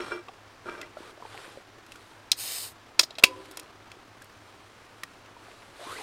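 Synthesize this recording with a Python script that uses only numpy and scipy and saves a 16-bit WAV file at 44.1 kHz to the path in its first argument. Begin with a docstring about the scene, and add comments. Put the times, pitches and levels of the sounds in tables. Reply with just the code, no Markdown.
"""Outdoors at night, a slatted metal camp table, heard up close in narrow stereo. A hand slides a full drink
can over the slats, whose modes ring, then levers its ring pull: a crack, a jet of gas (shaped noise), two loud
snaps as the lid tears, small ticks of the tab (bursts and damped modes). The drag hisses and nylon sleeves rustle
in grainy noise; the air is quiet noise with a faint wavering hum. The loudest snaps are clipped at full scale."""
import sys
import numpy as np
from scipy import signal
from scipy.fft import rfft, irfft
from scipy.io import wavfile
from scipy.ndimage import uniform_filter1d

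SR = 44100
rng = np.random.default_rng(int(sys.argv[2]) if len(sys.argv) > 2 else 0)


def dump_mix(stems):
    """Bounce the given channels to the path in sys.argv[1] as a 16-bit WAV at rate SR."""
    frames = np.atleast_2d(stems).T  # one column per channel
    limited = np.clip(frames, -1, 1)  # hard clip at full scale
    pcm = np.round(limited * 32767).astype(np.int16)
    wavfile.write(sys.argv[1], SR, pcm)


N = 265834  # samples


def amp(db):
    """Amplitude factor of a level in dB."""
    return 10 ** (np.asarray(db) / 20)


def evened(x):
    """Scales x to an rms of 1."""
    return x / np.sqrt(np.mean(x ** 2) + 1e-20)


def read(points, hz):
    """Reads a curve of (f/Hz, dB) points, straight over log frequency."""
    f, value = np.transpose(points)
    return np.interp(np.log(hz + 1), np.log(f + 1), value)


def add(mix, s, sound):
    """Lays a sound into the mix from s seconds on."""
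    part = mix[max(round(s * SR), 0):][:len(sound)]
    part += sound[:len(part)]


def octaves(hz):
    """Distance from about 4 kHz in octaves, eased in the deep bass."""
    return np.log2((hz + 50) / 4000)


def resonate(x, hz, width):
    """Resonance: shifts the curve hz down to zero, smooths, and shifts back."""
    turn = np.exp(2j * np.pi * np.cumsum(hz * np.ones(len(x))) / SR)
    r = np.exp(-np.pi * width / SR)
    return 2 * (turn * signal.lfilter([1 - r], [1, -r], x / turn)).real


def noise(colour_db, tilt, patchy_db, flicker_db):
    """Random short-time spectra of rms 1 with patches, flicker and a tilt (dB per octave) that moves in time."""
    size, hop = 512, 128  # samples
    frames, hz = N // hop + 5, np.fft.rfftfreq(size, 1 / SR)
    real, imaginary, patches = rng.standard_normal((frames, len(hz), 3)).T
    patches = uniform_filter1d(patches, size=6, axis=0)  # over frequency
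    patches = evened(uniform_filter1d(patches, size=14, axis=1))  # over time
    flicker = evened(uniform_filter1d(rng.standard_normal(frames), size=2))
    frame_tilt = tilt[np.minimum(np.arange(frames) * hop, N - 1)]
    shape = amp(colour_db(hz)[:, None] + np.outer(octaves(hz), frame_tilt))
    shape = shape / np.sqrt((shape ** 2).mean(axis=0))  # the tilt leaves the level alone
    shape = shape * amp(patchy_db * patches + flicker_db * flicker)
    spectra = (real + 1j * imaginary) * shape
    return evened(signal.istft(spectra, nperseg=size, noverlap=size - hop)[1][:N])


def played(rows):
    """Gain and tilt over time of strokes that rise, hold and fall smoothly."""
    t = np.arange(N) / SR
    s, rise, hold, fall, db, tilt = np.transpose(rows)[:, :, None]
    end = s + rise + hold + fall
    opened = np.clip(np.minimum((t - s) / rise, (end - t) / fall), 0, 1)
    gain = amp(db) * np.sin(np.pi / 2 * opened) ** 2
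    total = gain.sum(axis=0)
    return total, (gain * tilt).sum(axis=0) / (total + 1e-9)


# Loss at the top of every snap: f/Hz, level/dB
SNAP_TOP = [(13000, 0), (15000, -3), (16500, -25)]
SKIRT = 0.8  # the loss grows as this power of the distance in octaves


def skirts(hz, centre_hz, below_db, above_db):
    """Loss in dB on either side of a snap's centre frequency."""
    away = np.log2((hz + 50) / centre_hz)
    return -np.where(away < 0, below_db, above_db) * abs(away) ** SKIRT + read(SNAP_TOP, hz)


# Snaps and ticks of lid and tab: t/s, level/dB, centre f/Hz, loss an octave below/dB, loss an octave above/dB,
# damping by the fingers (factor on ring time)
SNAPS = [(0.284, -34.5, 3010, 10, 19, 0.96), (0.814, -24.5, 2400, 16, 10.5, 0.73),
         (1.864, -41.5, 1210, 15, 5.5, 1), (1.9196, -33.5, 2400, 17, 8.5, 1),
         (1.957, -40, 2400, 11, 6, .75), (2.3168, 1, 3950, 27, 13.5, 0.61),
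         (2.9938, 1, 4950, 7, 15.5, 0.77), (3.106, -30.5, 3860, 22, 20, 1),
         (3.1532, -33.5, 3850, 20, 27, 1), (3.184, -22, 3900, 8, 15.5, .88), (3.1956, -31, 3800, 5, 19, 1),
         (3.2257, -29, 1200, 2, 10, 1), (3.2381, 11.5, 2810, 12.5, 12, .42),
         (3.4553, -44.5, 2400, 14, 5, 1), (3.5117, -38.5, 3800, 4, 1, 0.56),
         (3.5717, -30.5, 7500, 1, 0, 0.78), (3.596, -34, 7500, 2.5, 2, .85),
         (3.6304, -51, 7500, 5.5, 10, .85), (3.916, -32, 3010, 7, 12, 0.74),
         (4.22, -44.5, 8300, 3.5, 4.5, .83), (4.2434, -46, 12000, 6.5, 3, .88),
         (5.0342, -25, 1500, 18.5, 3.5, .64), (5.26, -43, 2400, 8.5, 10, .76)]
# Modes of the lid, before damping: f/Hz, level/dB, t60/s
LID_MODES = [(560, -1, .035), (700, -3, .03), (1000, -1, .04), (1380, -1, .03), (1890, -4, .03),
             (2135, -4, .03), (2500, -3, .03), (2640, -.1, .035), (3220, -3, .035), (3415, -4, .04),
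             (3820, -.1, .025), (4150, -5, .04), (4520, -7, .04), (4900, -1, .035), (5360, -3, .045),
             (5700, -6, .04), (6100, -6, .04), (6700, -3, .03), (7150, -1, .03), (7800, -3, .03),
             (8240, -2, .028), (8790, -1, .025), (9290, -3, .025), (9850, -3, .025), (10500, -3, .022),
             (11500, -1, .02), (12600, -2, .018), (13600, -2, .018), (14600, -2, .018)]
SNAP_RISE_MS = .45
CRACK_DB, CRACK_T60 = -11, 0.021  # dB, s


def lid():
    """Each snap is a short crack that rings the lid's modes, weighted by where and how it tears."""
    out, t = np.zeros(N), np.arange(4096) / SR
    hz, mode_db, t60 = np.transpose(LID_MODES)
    bins = np.fft.rfftfreq(len(t), 1 / SR)
    rise = 1 - np.exp(-(1e3 * t / SNAP_RISE_MS) ** 2)
    for s, db, *colour, damping in SNAPS:
        # each snap's high modes are detuned at random
        detuned_hz = hz * (1 + .02 * np.clip(octaves(hz), 0, 2) * rng.standard_normal(len(hz)))
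        phase = 0.72 * rng.standard_normal((len(hz), 1))
        ring_t60 = max(damping, .1) * t60[:, None]
        level = amp((mode_db + skirts(hz, *colour))[:, None] - 60 * t / ring_t60)
        ring = (level * np.sin(2 * np.pi * np.outer(detuned_hz, t) + phase)).sum(axis=0)
        bass_loss = 2 * np.minimum(octaves(bins) + 1.5, 0)
        crack_shape = amp(skirts(bins, *colour) + bass_loss)
        crack = evened(irfft(rfft(rng.standard_normal(len(t))) * crack_shape))
        snap = rise * (ring / 2 + crack * amp(CRACK_DB - 60 * t / CRACK_T60))
        add(out, s, amp(db) * snap)
    return out


# Brief rips of the scored metal: t/s, length/ms, level/dB, centre f/Hz, spread/octaves
TEARS = [(2.324, 11.5, -32.5, 4500, 0.44), (2.9919, 2, -15.5, 3930, 0.47), (2.997, 24.5, -28.5, 5190, 0.5),
         (3.028, 15.4, -27, 5000, 0.26), (5.033, 5.4, -34, 1850, 0.22), (3.186, 17, -40.5, 4000, 0.78),
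         (3.2354, 4.9, -13, 2454, 1.1), (3.2416, 7, -16.5, 3600, 0.51), (3.248, 10.5, -31, 6010, .6),
         (3.514, 12, -53, 8000, 1.3)]


def rips():
    """Tearing metal: a noise burst drives the lid's modes around one centre."""
    hz, mode_db, t60 = np.transpose(LID_MODES)
    out, t = np.zeros(N), np.arange(1500) / SR
    for s, ms, db, centre_hz, spread in TEARS:
        near_db = -3.8 * (np.log2(hz / centre_hz) / spread) ** 2
        level = amp((mode_db + near_db)[:, None] - 60 * t / (.4 * t60[:, None]))
        ring = (level * np.sin(2 * np.pi * np.outer(hz, t))).sum(axis=0)
        drive = rng.standard_normal(len(t)) * np.sin(np.pi * np.clip(1e3 * t / ms, 0, 1)) ** 1.3
        add(out, s, amp(db) * signal.fftconvolve(drive, ring / np.linalg.norm(ring)))
    return out


# Close mode pairs of the opened can: f/Hz, beats per second, first swell after the start t/s, level/dB, t60/s
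WALL_MODES = [(1005, 15, .03, -26, 0.42), (522, 11.5, .065, -33, 0.58), (383, 8, .035, -37, 1),
              (930, 12, .03, -44, .3), (317, 9.3, 0.046, -43, 1.6), (275, 6, 0.073, -47, 1.1),
              (1125, 30, 0.042, -37, 0.14), (1360, 25, .022, -38, .12)]
WALL_START = 3.24  # s


def can_wall():
    """The opened can rings on: pairs of modes a few hertz apart swell and fade as they die away."""
    out, t = np.zeros(N), np.arange(SR) / SR
    rise = 1 - np.exp(-t / .05)
    for hz, beats, swell_s, db, t60 in WALL_MODES:
        beating = np.cos(np.pi * beats * (t - swell_s))
        add(out, WALL_START, amp(db - 60 * t / t60) * beating * np.sin(2 * np.pi * hz * t) * rise)
    return out


# Gas, the long first jet and a puff as the lid tears: start t/s, rise/s, hold/s, fall/s, level/dB,
# treble tilt/dB per octave
JETS = [(2.355, 0.055, 0.17, 0.17, -35.5, 0.55), (2.995, .004, 0.019, 0.053, -43.5, 2)]
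# Relative spectrum of the jet: f/Hz, level/dB per Hz
JET_COLOUR = [(290, -29), (500, -10), (1620, -11.5), (1870, -7), (2070, -9), (3390, -3.5), (4150, -1),
              (5800, -8.5), (8450, -1.5), (10800, -6.5), (13400, -7.5), (15300, -11), (16000, -40)]
# Dips and peaks that lid and cupped hands put on it: f/Hz, width/Hz, level/dB
JET_SHAPE = [(3360, 91, -25), (5740, 180, -5), (7500, 130, -13), (10760, 330, -12), (13700, 150, -10),
             (5080, 230, 3.5)]


def gas():
    """Turbulent jet through the slit: noise coloured by lid and hands."""
    def colour_db(hz):
        bumps_db = sum(db * np.exp(-((hz - f) / w) ** 2) for f, w, db in JET_SHAPE)
        return read(JET_COLOUR, hz) + bumps_db
    gain, tilt = played(JETS)
    return gain * noise(colour_db, tilt, patchy_db=1.1, flicker_db=0.7)


# The can's base drags on the slats: start t/s, rise/s, hold/s, fall/s, drive level/dB, treble tilt/dB per octave
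DRAGS = [(0, 0.0023, 0.027, 0.11, -41, 3.5), (.1, 0.017, 0.037, 0.078, -39.5, 0.5),
         (.648, .012, 0.023, 0.12, -39, -1), (.76, 0.035, .005, .1, -42.5, -2)]
# Modes of the table's slats, before damping: f/Hz, relative level/dB, t60/s
SLAT_MODES = [(353.5, -1, 0.33), (448, -6, 0.14), (621, -4, 0.056), (945, -8, .1), (1208, -7, 0.15),
              (1390, 3, 0.038), (1584, -5.5, 0.13), (1910, -12, 0.083), (2345, -6.5, 0.16),
              (2740, -15.5, 0.11), (3250, -16, 0.08), (4060, -19, 0.06), (5420, -15, 0.074),
              (8330, -24, 0.072)]


def table():
    """Uneven slips of the dragged can ring the slats, which its weight damps."""
    gain, tilt = played(DRAGS)
    size = amp(4.3 * np.minimum(rng.exponential(1, N), 3))
    slips = size * (rng.random(N) < 900 / SR) * rng.choice([-1, 1], N)  # about 900 a second
    drive = gain * evened(slips)
    out, t = np.zeros(N), np.arange(SR // 2) / SR
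    for hz, db, t60 in SLAT_MODES:
        mode = amp(-60 * t / (0.59 * t60)) * np.sin(2 * np.pi * hz * t)
        tilted = drive * amp(tilt * (octaves(hz) + 2.5))
        out += amp(db - 9) * signal.oaconvolve(tilted, mode / np.linalg.norm(mode))[:N]
    return out


# The can bumps a slat: t/s, level/dB, treble tilt/dB per octave, time until the can's weight stills the ring/s
BUMPS = [(0.0, -26, -4, 0.029), (0.12, -33, 0.5, 0.093), (0.657, -31.5, -5, 0.011),
         (0.688, -31.5, -2.5, 0.0092), (0.779, -44.5, 0, .03), (0.832, -53, 2, 0.076)]


def bumps():
    """A bump starts all slat modes at once; they are stilled after a moment."""
    hz, mode_db, t60 = np.transpose(SLAT_MODES)
    out, t = np.zeros(N), np.arange(SR // 5) / SR
    for s, db, tilt, still_s in BUMPS:
        turn = rng.random((len(hz), 1))
        level = amp((mode_db + tilt * (octaves(hz) + 4.5))[:, None] - 60 * t / (1.3 * t60[:, None]))
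        ring = (level * np.sin(2 * np.pi * (np.outer(hz, t) + turn))).sum(axis=0)
        stilled_db = -60 * np.maximum(t - still_s, 0) / 0.027
        add(out, s, amp(db + stilled_db) * np.minimum(t / 0.0013, 1) * ring)
    return out


# Dull knocks of can, fingers and cuffs: t/s, peak level/dB, f/Hz
KNOCKS = [(0.118, -21.5, 1390), (0.283, -33.5, 1146), (0.291, -36, 767), (0.658, -39, 377),
          (0.686, -30, 1275), (0.75, -34.5, 1560), (0.779, -36, 1370), (0.829, -34, 2000),
          (0.969, -31.5, 610), (0.97, -37, 1360), (1.005, -36.5, 340), (1.029, -37.5, 960),
          (1.129, -43, 404), (1.176, -42.5, 600), (1.201, -41, 690), (1.223, -31.5, 1000),
          (1.251, -32, 880), (1.347, -37.5, 791), (1.399, -41, 390), (1.444, -42, 1540), (1.479, -43, 340),
          (1.573, -33, 530), (1.955, -41, 1420), (3.031, -36, 640), (3.106, -41, 637), (3.183, -35.5, 644),
          (3.198, -41.5, 680), (3.238, -19, 559), (3.969, -44, 380), (4.218, -41.5, 1640),
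          (5.033, -36, 1200), (5.366, -39, 956), (5.483, -42.5, 707), (5.532, -47, 636),
          (5.868, -36.5, 338), (5.883, -39.5, 1090), (5.964, -38, 1980), (5.987, -34, 930),
          (6.01, -33.5, 825)]
KNOCK_T60, BODY_HZ, BODY_DB = 0.033, 436, -10.5  # s, Hz, dB against the tone


def knocks():
    """Quickly damped thumps: a tone over a shared low body, with a shorter tick above."""
    out, t = np.zeros(N), np.arange(SR // 5) / SR
    envelope = amp(-60 * t / KNOCK_T60) * (1 - np.exp(-(t / 0.00092) ** 2))
    body = amp(BODY_DB) * np.sin(2 * np.pi * BODY_HZ * t)
    for s, db, hz in KNOCKS:
        tone = np.sin(2 * np.pi * hz * t)
        tick = np.sin(2 * np.pi * 1.5 * hz * t) * amp(-6.5 - 60 * t / .008)
        knock = envelope * (body + tone + tick)
        add(out, s, amp(db) * knock / abs(knock).max())
    return out


# Strokes of rubbing noise, the hiss of the dragged can (first two), then sleeves: start t/s, rise/s, hold/s,
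# fall/s, level/dB, treble tilt/dB per octave
RUBS = [(0, 0.0017, 0.1, 0.12, -44, -1), (.645, 0.027, .01, 0.34, -49.5, -1),
        (.94, 0.071, 0.083, .05, -51, 0), (1.13, 0.26, 0.027, 0.28, -48, 0.16),
        (1.84, .1, .01, 0.41, -60.5, 3), (3.25, 0.026, 0.24, 0.26, -54, -0.5),
        (4.1, 0.15, 0.92, .2, -66.5, 2.5), (5.3, 0.16, 0.2, .1, -57.5, .8),
        (5.66, 0.31, .2, 0.06, -43, 1.3)]
# Relative spectrum of the rubbing: f/Hz, level/dB per Hz
RUB_COLOUR = [(120, -9), (200, -20.5), (387, 2), (968, -10.5), (1040, -2.5), (2130, -10), (3970, -11),
              (6050, -21), (8900, -19), (14300, -35.5), (16000, -48.5)]
# The weave sings as the sleeve speeds up: t/s, f/Hz, level/dB
ZIP = [(5.77, 583, -52.5), (5.836, 676, -45), (5.884, 1160, -48.5), (5.904, 1060, -39), (5.95, 1460, -49),
       (5.98, 2260, -45), (6.0, 2460, -45)]
CRACKLES_PER_S, CRACKLES_DB = 180, -9.5  # level against the rubbing noise


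def rubbing():
    """Drag hiss and sleeves: noise with dull crackles, and a fuzzy rising tone where the weave slides fast."""
    gain, tilt = played(RUBS)
    size = amp(6.4 * np.minimum(rng.exponential(1, N), 4)) * (rng.random(N) < CRACKLES_PER_S / SR)
    kind = rng.integers(0, 4, N)
    crackles = np.zeros(N)
    for k, hz in enumerate([420, 750, 1273, 2210]):
        crackles += resonate(resonate(size * (kind == k), hz, .6 * hz), hz, .6 * hz)
    grain = noise(lambda hz: read(RUB_COLOUR, hz), tilt, patchy_db=1.5, flicker_db=0.8)
    rub = gain * (grain + amp(CRACKLES_DB) * evened(crackles))

    s, hz, db = np.transpose(ZIP)
    t = np.arange(s[0], s[-1], 1 / SR)
    uneven = evened(uniform_filter1d(rng.standard_normal(len(t)), size=300))  # the stroke stutters
    pitch = np.interp(t, s, hz) * (1 + .035 * uneven)
    tone = evened(resonate(resonate(rng.standard_normal(len(t)), pitch, 120), pitch, 240))
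    add(rub, s[0], amp(np.interp(t, s, db)) * tone * signal.windows.tukey(len(t), .1))
    return rub


# Relative spectrum of the night air: f/Hz, level/dB per Hz
AIR = [(12, -42), (20, -10), (68, -24), (98, 2), (116, -2), (130, -3.5), (198, -37.5), (270, -1.5),
       (446, -8.5), (485, -8.5), (1260, -7.5), (1960, -12.5), (5380, -22), (13500, -38), (16000, -40.5)]
# Relative spectrum of the faint noise of opposite sign left and right: f/Hz, level/dB per Hz
SIDE_NOISE = [(12, -36.5), (20, 6), (607, 2), (976, -12), (1610, -20.5), (3340, -22.5), (4420, -25),
              (4810, -25), (6010, -28), (6540, -6), (16000, -3.5)]
AIR_DB, SIDE_NOISE_DB = -53, -72.5  # rms
HUM_HZ, HUM_WIDTH, HUM_DB = 104.5, 16, -64.5  # Hz, Hz, dB rms


def night_air():
    """Quiet wide noise with a hum of narrow, wavering noise; fainter noise of opposite sign left and right."""
    flat = np.zeros(N)
    air = amp(AIR_DB) * noise(lambda hz: read(AIR, hz), flat, patchy_db=0.52, flicker_db=1.13)
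    hum = resonate(rng.standard_normal(N), HUM_HZ, HUM_WIDTH)
    hum = evened(resonate(hum, HUM_HZ, HUM_WIDTH))
    side = amp(SIDE_NOISE_DB) * noise(lambda hz: read(SIDE_NOISE, hz), flat, patchy_db=1.5, flicker_db=.5)
    return air + amp(HUM_DB) * hum + np.outer([1, -1], side)


NEARBY_DB, NEARBY_T60 = -20.5, 0.13  # dB, s


def nearby(x):
    """Short scatter off table, bottles and bodies: a decaying noise tail."""
    t = np.arange(SR // 4) / SR
    tail = rng.standard_normal(len(t)) * amp(-60 * t / NEARBY_T60) * (1 - np.exp(-t / 0.0019))
    return amp(NEARBY_DB) * signal.fftconvolve(x, tail / np.linalg.norm(tail))[:N]


# Stereo width of near sounds: f/Hz, left minus right against the sum/dB
WIDTH = [(60, -15.5), (300, -23), (700, -27.5), (2000, -40), (5000, -34.5), (12000, -23.5), (16000, -20.5)]


def widened(x):
    """Stereo width of near sounds: a faint smeared copy, added left and subtracted right."""
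    t = np.arange(512) / SR
    smear = rng.standard_normal(len(t)) * amp(-60 * t / .008)
    grid = np.linspace(0, 1, 65)  # 1 is half the sample rate
    colour = signal.firwin2(257, grid, amp(read(WIDTH, grid * SR / 2)))
    coloured = signal.oaconvolve(x, colour, "same")
    side = signal.oaconvolve(coloured, smear / np.linalg.norm(smear))[:N]
    return x + np.outer([1, -1], side)


def scene():
    """The can and table in narrow stereo, with scatter, gas, rubbing and night air."""
    # lid and slats are heard with little deep bass, the slats also without their top
    lid_band = signal.butter(N=2, Wn=200, btype="high", fs=SR, output="sos")
    slat_band = signal.butter(N=2, Wn=[220, 10000], btype="band", fs=SR, output="sos")
    metal = signal.sosfilt(lid_band, lid() + rips())
    slats = signal.sosfilt(slat_band, bumps() + table())
    hits, jet = metal + knocks(), gas()
    return widened(hits + slats) + can_wall() + nearby(hits + jet) + jet + rubbing() + night_air()


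EDGE_HZ = 16400  # corner of the low-pass


def record(dry):
    """The loudest snaps are clipped at full scale; then a low-pass."""
    clipped = np.clip(dry, -1, 1)
    low_pass = signal.firwin(511, EDGE_HZ, window=("kaiser", 9), fs=SR)
    return signal.oaconvolve(clipped, low_pass[None], "same")


dry = scene()
out = record(dry)
dump_mix(out)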